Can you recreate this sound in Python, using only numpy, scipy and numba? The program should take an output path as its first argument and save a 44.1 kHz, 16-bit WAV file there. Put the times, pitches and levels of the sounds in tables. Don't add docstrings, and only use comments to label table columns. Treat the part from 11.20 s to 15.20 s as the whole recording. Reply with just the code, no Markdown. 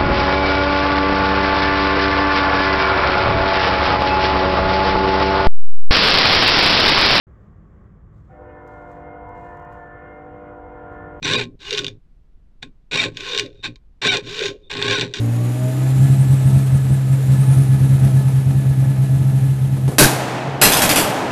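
import sys
import numpy as np
from scipy import signal
from scipy.fft import rfft, irfft
from scipy.io import wavfile
from scipy.ndimage import uniform_filter1d
from numba import njit

SR = 44100
rng = np.random.default_rng(int(sys.argv[2]) if len(sys.argv) > 2 else 0)


def inscribe(sig):
    pcm = np.round(np.clip(np.atleast_2d(sig).T, -1, 1) * 32767)
    wavfile.write(sys.argv[1], SR, pcm.astype(np.int16))


N = 176400

# time in seconds, then relative levels in dB of the rasp, the pin's hum and the bench's thud.
CUT_STROKES = [
    [(.022, -52, -49, -29), (.028, -17.5, -52, -37), (.055, -19, -36, -28.5), (.16, -17.5, -26.5, -25),
     (.225, -27.5, -32, -31.5), (.275, -62, -52, -33.5), (.36, -92, -58, -49)],
    [(1.711, -28.5, -47, -52), (1.745, -18, -30, -28.5), (1.795, -18.5, -40, -34), (1.84, -18, -40.5, -29),
     (1.875, -35, -26, -30.5), (1.905, -52.5, -45, -37), (1.94, -56, -53, -40)],
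    [(2.816, -23, -45, -46), (2.86, -14.5, -24, -23.5), (2.895, -18, -35, -33.5),
     (2.945, -16.5, -29.5, -29), (2.975, -26.5, -28.5, -36), (3.0, -36.5, -33.5, -49),
     (3.03, -52, -46, -38)],
    [(3.498, -26, -47, -55), (3.57, -31, -33, -28.5), (3.61, -25, -32.5, -34.5), (3.705, -18, -25, -24.5),
     (3.76, -21, -31.5, -34), (3.825, -22.5, -28.5, -24.5), (3.90, -51, -42.5, -36),
     (3.93, -47.5, -41, -49)],
]
RETURN_STROKES = [
    [(.39, -59.5, -71, -50), (.41, -43, -57.5, -59), (.485, -31.5, -47.5, -49.5), (.535, -31.5, -25, -46),
     (.57, -28.5, -36.5, -41), (.61, -34.5, -33.5, -34.5), (.70, -49.5, -44.5, -36.5),
     (.79, -94.5, -69, -50.5)],
    [(1.94, -55.5, -61, -38.5), (1.99, -36, -45.5, -46.5), (2.09, -29, -41, -47.5), (2.145, -27, -31, -48),
     (2.205, -28, -33, -40), (2.25, -42.5, -34.5, -33.5), (2.31, -62.5, -50, -53.5),
     (2.42, -65.5, -61, -49)],
    [(3.03, -50.5, -53, -42), (3.08, -33, -37.5, -36), (3.16, -28.5, -40, -47), (3.235, -24.5, -23, -43),
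     (3.29, -28.5, -34.5, -32.5), (3.33, -49.5, -35, -47), (3.39, -69.5, -55, -62),
     (3.49, -73.5, -59.5, -61)],
    [(3.937, -27.5, -44, -43.5), (4.0, -31.5, -35, -34)],
]
BLADE_NUDGES = [
    [(1.418, -62, -78.5, -58), (1.426, -20, -50, -43), (1.44, -38.5, -49, -43), (1.485, -65, -65, -42),
     (1.53, -98.5, -76, -73)],
    [(2.425, -46, -76, -62), (2.44, -18.5, -52, -43), (2.46, -19, -39.5, -39), (2.495, -44.5, -49, -31.5),
     (2.57, -76, -66.5, -57.5)],
]
# start and end in seconds, teeth per second at top speed.
ARM_SWEEPS = [(0.0, 0.279, 563), (0.351, 0.692, 440), (1.40, 1.528, 287), (1.698, 1.921, 672),
              (1.927, 2.321, 492), (2.411, 2.529, 344), (2.80, 3.019, 765), (2.981, 3.381, 461),
              (3.499, 3.90, 548), (3.901, 4.202, 485)]
# time in seconds, relative level in dB.
TOOTH_SNAGS = [(.134, -8), (.238, -25.5), (.507, -11), (.527, -10), (0.536, -14), (0.547, -13), (.575, -10),
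               (.581, -9.5), (.589, -8.5), (.592, -11.5), (0.644, -14.5), (0.665, -15), (.680, -16.5),
               (1.97, -15), (2.006, -18.5), (2.147, -12.5), (2.176, -8), (2.185, -6.5), (2.195, -2.5),
               (2.260, -27.5), (2.557, -34.5), (2.868, -7.5), (2.969, -8.5), (3.191, -14), (3.236, -17.5),
               (3.256, -11), (3.262, -13.5), (3.281, -16.5), (3.513, -14.5), (3.537, -16.5), (3.569, -17),
               (3.624, -9), (3.709, -7), (3.726, -10), (3.810, -7), (3.937, -13.5)]
# peak time and half length in seconds, dip of the rasp in dB
# (only values below zero count), and a list of tones, each with pitch in Hz and level in dB.
BLADE_SQUEALS = [(.036, .013, -13.5, [(2480, -34.5), (3830, -34), (5900, -39)]),
                 (.05, .012, 0, [(5840, -26.5)]), (0.158, .018, 0, [(1080, -22)]),
                 (.167, 0.015, -12.5, [(2460, -21), (3800, -20), (4705, -29.5)]),
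                 (0.487, 0.027, 0, [(2900, -31.5)]), (1.797, .02, -2, [(2340, -19.5), (3650, -16.5)]),
                 (2.087, 0.02, 0, [(1040, -35.5)]), (2.404, 0.047, 0, [(3700, -55)]),
                 (2.876, .012, 3, [(1540, -21)]), (2.897, 0.021, -8.5, [(2336, -15.5), (2783, -27.5),
                 (3085, -25), (3790, -15), (5690, -28.5)]), (3.49, .07, 0, [(3650, -53)]),
                 (3.749, .016, 0, [(1520, -22.5), (3700, -24), (5830, -31)])]
# pitch in Hz, width in Hz, strength in dB when cutting, strength in dB when sliding back.
SHEET_MODES = [(877, 110, 14.5, 5), (1073, 24, 24, 23), (1525, 90, 14, 12.5), (2438, 120, 12, 8),
               (2820, 92, 0, 3), (3155, 43, 2, -5), (3612, 140, 10.5, 10.5), (3777, 110, 6.5, 5.5),
               (5804, 150, 11.5, 5), (6740, 200, 10, 11), (7430, 230, 10, 5.5), (7790, 620, 7.5, 7.5)]
# pitch in Hz, width in Hz, relative level in dB.
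PIN_MODES = [(407.3, 19, 1.5), (478.3, 64, -12)]
BENCH_MODES = [(118.6, 15, 1), (156.5, 16.5, 1), (235.3, 24, -4), (292.5, 9.6, -5)]
# pitch in Hz, seconds to fade by 60 dB, relative level in dB.
FRAME_RINGS = [(1090, 0.26, -24), (1540, 0.22, -26), (2340, 0.16, -23)]
# frequency in Hz, relative level in dB.
CUTTING_COLOUR = [(400, -8.5), (680, -10), (1250, -9), (1900, 3.5), (3100, 1), (4300, 2.5), (6200, -16),
                  (8000, -22), (9500, -29.5), (15000, -44.5)]
SLIDING_COLOUR = [(400, -29.5), (700, -9.5), (1200, -6), (1900, 3.5), (3100, 6), (4600, 4), (6200, -6.5),
                  (8000, -22.5), (9500, -25.5), (15000, -34.5)]
ROOM_COLOUR = [(15, -0.5), (69, -12), (87, -28), (127, -17.5), (556, -40), (3750, -55), (15000, -72.5)]

CUT_DB, NUDGE_DB, SNAG_DB, PIN_DB, BENCH_DB = -0.5, -5.5, 15.5, 1, -3


def from_db(db):
    return 10 ** (np.asarray(db) / 20)


def normalise(x):
    return x / np.sqrt(np.mean(x ** 2) + 1e-18)


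def steady(x, seconds):
    power = uniform_filter1d(x ** 2, max(int(seconds * SR), 8))
    return x / np.sqrt(np.abs(power) + 1e-12)


def wander(rate_hz):
    hold = max(int(SR / rate_hz), 8)
    steps = rng.standard_normal(N // 8 + 1)[:N // hold + 1]
    return normalise(uniform_filter1d(np.repeat(steps, hold), hold))[:N]


def swell(peak_s, half_s):
    return np.cos(np.pi / 2 * np.clip((np.arange(N) / SR - peak_s) / half_s, -1, 1))


def filtered(x, response):
    hz = np.arange(8193) * SR / 16384 + 1e-3
    return signal.oaconvolve(x, irfft(response(hz)))[:N]


def colour(hz, points):
    point_hz, db = np.array(points).T
    gain = from_db(np.interp(np.log(hz), np.log(point_hz), db))
    cepstrum = irfft(np.log(gain))
    cepstrum[1:len(hz) - 1] *= 2
    cepstrum[len(hz):] = 0
    return np.exp(rfft(cepstrum))


def resonances(hz, modes):
    return sum(from_db(db) / (1 + 1j * (hz ** 2 - pitch ** 2) / (hz * width))
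               for pitch, width, db in modes)


@njit
def bandpass(x, centre_hz, width_hz):
    out, band_state, low_state = np.empty(len(x)), 0., 0.
    for i in range(len(x)):
        tuning, damping = np.tan(np.pi * centre_hz[i] / SR), width_hz / centre_hz[i]
        band = (band_state + tuning * (x[i] - low_state)) / (1 + tuning * (tuning + damping))
        band_state = 2 * band - band_state
        low_state += 2 * tuning * band
        out[i] = damping * band
    return out


def background(hum_db=-50, air_db=-49.5, air_hz=25.2):
    hum = filtered(rng.standard_normal(N), lambda hz: colour(hz, ROOM_COLOUR))
    air = filtered(rng.standard_normal(N), lambda hz: resonances(hz, [(air_hz, 30, 0)]) ** 2)
    air *= from_db(0.57 * wander(13))
    return from_db(hum_db) * normalise(hum) + from_db(air_db) * normalise(air)


def add_echoes(x, echo_db=-13.5, fade_s=0.068):
    t = np.arange(SR // 2) / SR
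    tail = rng.standard_normal(len(t)) * np.exp(-np.log(1000) * t / fade_s) * (t > .003)
    return x + from_db(echo_db) * signal.fftconvolve(x, tail / np.linalg.norm(tail))[:N]


def wood(push, modes, band_hz):
    hum = filtered(push, lambda hz: resonances(hz, modes))
    band = signal.butter(3, band_hz, "band", fs=SR, output="sos")
    return steady(signal.sosfilt(band, hum), seconds=0.055)


def squeals(waver=0.011, waver_hz=300, roughness=0.53):
    out = np.zeros(N)
    for peak_s, half_s, _, tones in BLADE_SQUEALS:
        envelope = swell(peak_s, half_s)
        on = envelope > 1e-6
        for hz, db in tones:
            pitch = hz * (1 + waver * wander(waver_hz)[on])
            phase = 2 * np.pi * np.cumsum(pitch) / SR
            flutter = 1 + roughness * wander(waver_hz)[on]
            out[on] += from_db(db) * envelope[on] * flutter * np.sin(phase)
    return out


def snags(scrape=0.33, scrape_s=0.0028, low_cut_hz=1900):
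    t = np.arange(512) / SR
    push = np.zeros(N + len(t))
    for start_s, db in TOOTH_SNAGS:
        snap = (t == 0) + scrape * rng.standard_normal(len(t)) * np.exp(-t / scrape_s)
        start = int(start_s * SR)
        push[start:start + len(t)] += from_db(db + SNAG_DB) * snap / np.linalg.norm(snap)
    return signal.sosfilt(signal.butter(2, low_cut_hz, "high", fs=SR, output="sos"), push[:N])


def along_blade(push, tone, modes, delay_s=0.001083):
    def response(hz):
        shape = colour(hz, tone) * np.exp(-4j * np.pi * delay_s * np.sqrt(3000 * hz))
        ringing_power = np.mean(np.abs(shape * (1 + resonances(hz, modes))) ** 2)
        return shape / np.sqrt(ringing_power)
    return filtered(push, response)


def ringing_metal(push, modes, drift=0.008, drift_hz=12, swell_db=2.5):
    out = push.copy()
    for hz, width, db in modes:
        ring = bandpass(push, hz * (1 + drift * wander(drift_hz)), float(width))
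        out += from_db(db + swell_db * (wander(drift_hz) - .5)) * ring
    for hz, fade_s, db in FRAME_RINGS:
        width = np.log(1000) / (np.pi * fade_s)
        out += from_db(db) * 200 / width * bandpass(push, np.full(N, float(hz)), width)
    return out


def stroke_gains(strokes, ease_s=0.0035):
    t = np.arange(N) / SR
    gains = np.zeros((3, N))
    for stroke in strokes:
        times, *levels = np.array(stroke).T
        gains += [from_db(np.interp(t, times, db, left=-150, right=-150)) for db in levels]
    return uniform_filter1d(gains, int(ease_s * SR))


def tooth_rate(slowest_hz=109.2, roundness=.8):
    t = np.arange(N) / SR
    rate = np.full(N, slowest_hz)
    for start, end, top_rate in ARM_SWEEPS:
        progress = np.clip((t - start) / (end - start), 0, 1)
        rate = np.maximum(rate, top_rate * np.abs(np.sin(np.pi * progress)) ** roundness)
    return rate


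def teeth(rate, jitter, scatter_db, grit, grit_cycles):
    teeth_passed = np.cumsum(rate * np.exp(jitter * wander(300))) / SR
    tooth = teeth_passed.astype(int)
    strength = from_db(scatter_db * np.clip(rng.standard_normal(N), -2, 2))[tooth]
    clicks = np.diff(tooth, prepend=0) * strength
    chips = strength * np.exp(-(teeth_passed % 1) / grit_cycles) * rng.standard_normal(N)
    return normalise(clicks) + grit * normalise(chips)


def rasp(push, gain, chatter_db, chatter_hz):
    dip_db = sum(min(db, 0) * swell(peak_s, half_s) for peak_s, half_s, db, _ in BLADE_SQUEALS)
    chatter = from_db(chatter_db * wander(chatter_hz))
    return gain * from_db(dip_db) * steady(push * chatter, seconds=0.021)


def scene():
    rate = tooth_rate()
    cut, back, nudge = map(stroke_gains, (CUT_STROKES, RETURN_STROKES, BLADE_NUDGES))
    pressed = [(hz, width, db) for hz, width, db, _ in SHEET_MODES]
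    loose = [(hz, width, db) for hz, width, _, db in SHEET_MODES]
    biting = teeth(rate, jitter=.04, scatter_db=3.5, grit=1.0, grit_cycles=1.0)
    sliding = teeth(rate, jitter=.035, scatter_db=1.5, grit=3.7, grit_cycles=0.86)
    cutting = from_db(CUT_DB) * rasp(biting, cut[0], chatter_db=2, chatter_hz=197.7)
    cutting += from_db(NUDGE_DB) * rasp(sliding, nudge[0], chatter_db=2, chatter_hz=251.4)
    returning = rasp(sliding, back[0], chatter_db=1.9, chatter_hz=163)
    saw = ringing_metal(along_blade(cutting, CUTTING_COLOUR, pressed), pressed)
    saw += ringing_metal(along_blade(returning + snags(), SLIDING_COLOUR, loose), loose)
    saw += squeals()
    jolting = teeth(rate, jitter=.14, scatter_db=4.5, grit=1.0, grit_cycles=1.0)
    bumping = teeth(rate, jitter=.045, scatter_db=1.5, grit=0.92, grit_cycles=0.35)
    for push, (_, pin_gain, bench_gain) in ((jolting, cut), (bumping, back + nudge)):
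        saw += from_db(PIN_DB) * pin_gain * wood(push, PIN_MODES, band_hz=(273, 580))
        saw += from_db(BENCH_DB) * bench_gain * wood(push, BENCH_MODES, band_hz=(100, 294))
    return (add_echoes(saw) + background())[None]


def record(dry):
    return signal.sosfilt(signal.ellip(8, .2, 70, 15300, fs=SR, output="sos"), dry)


dry = scene()
out = record(dry)
inscribe(out)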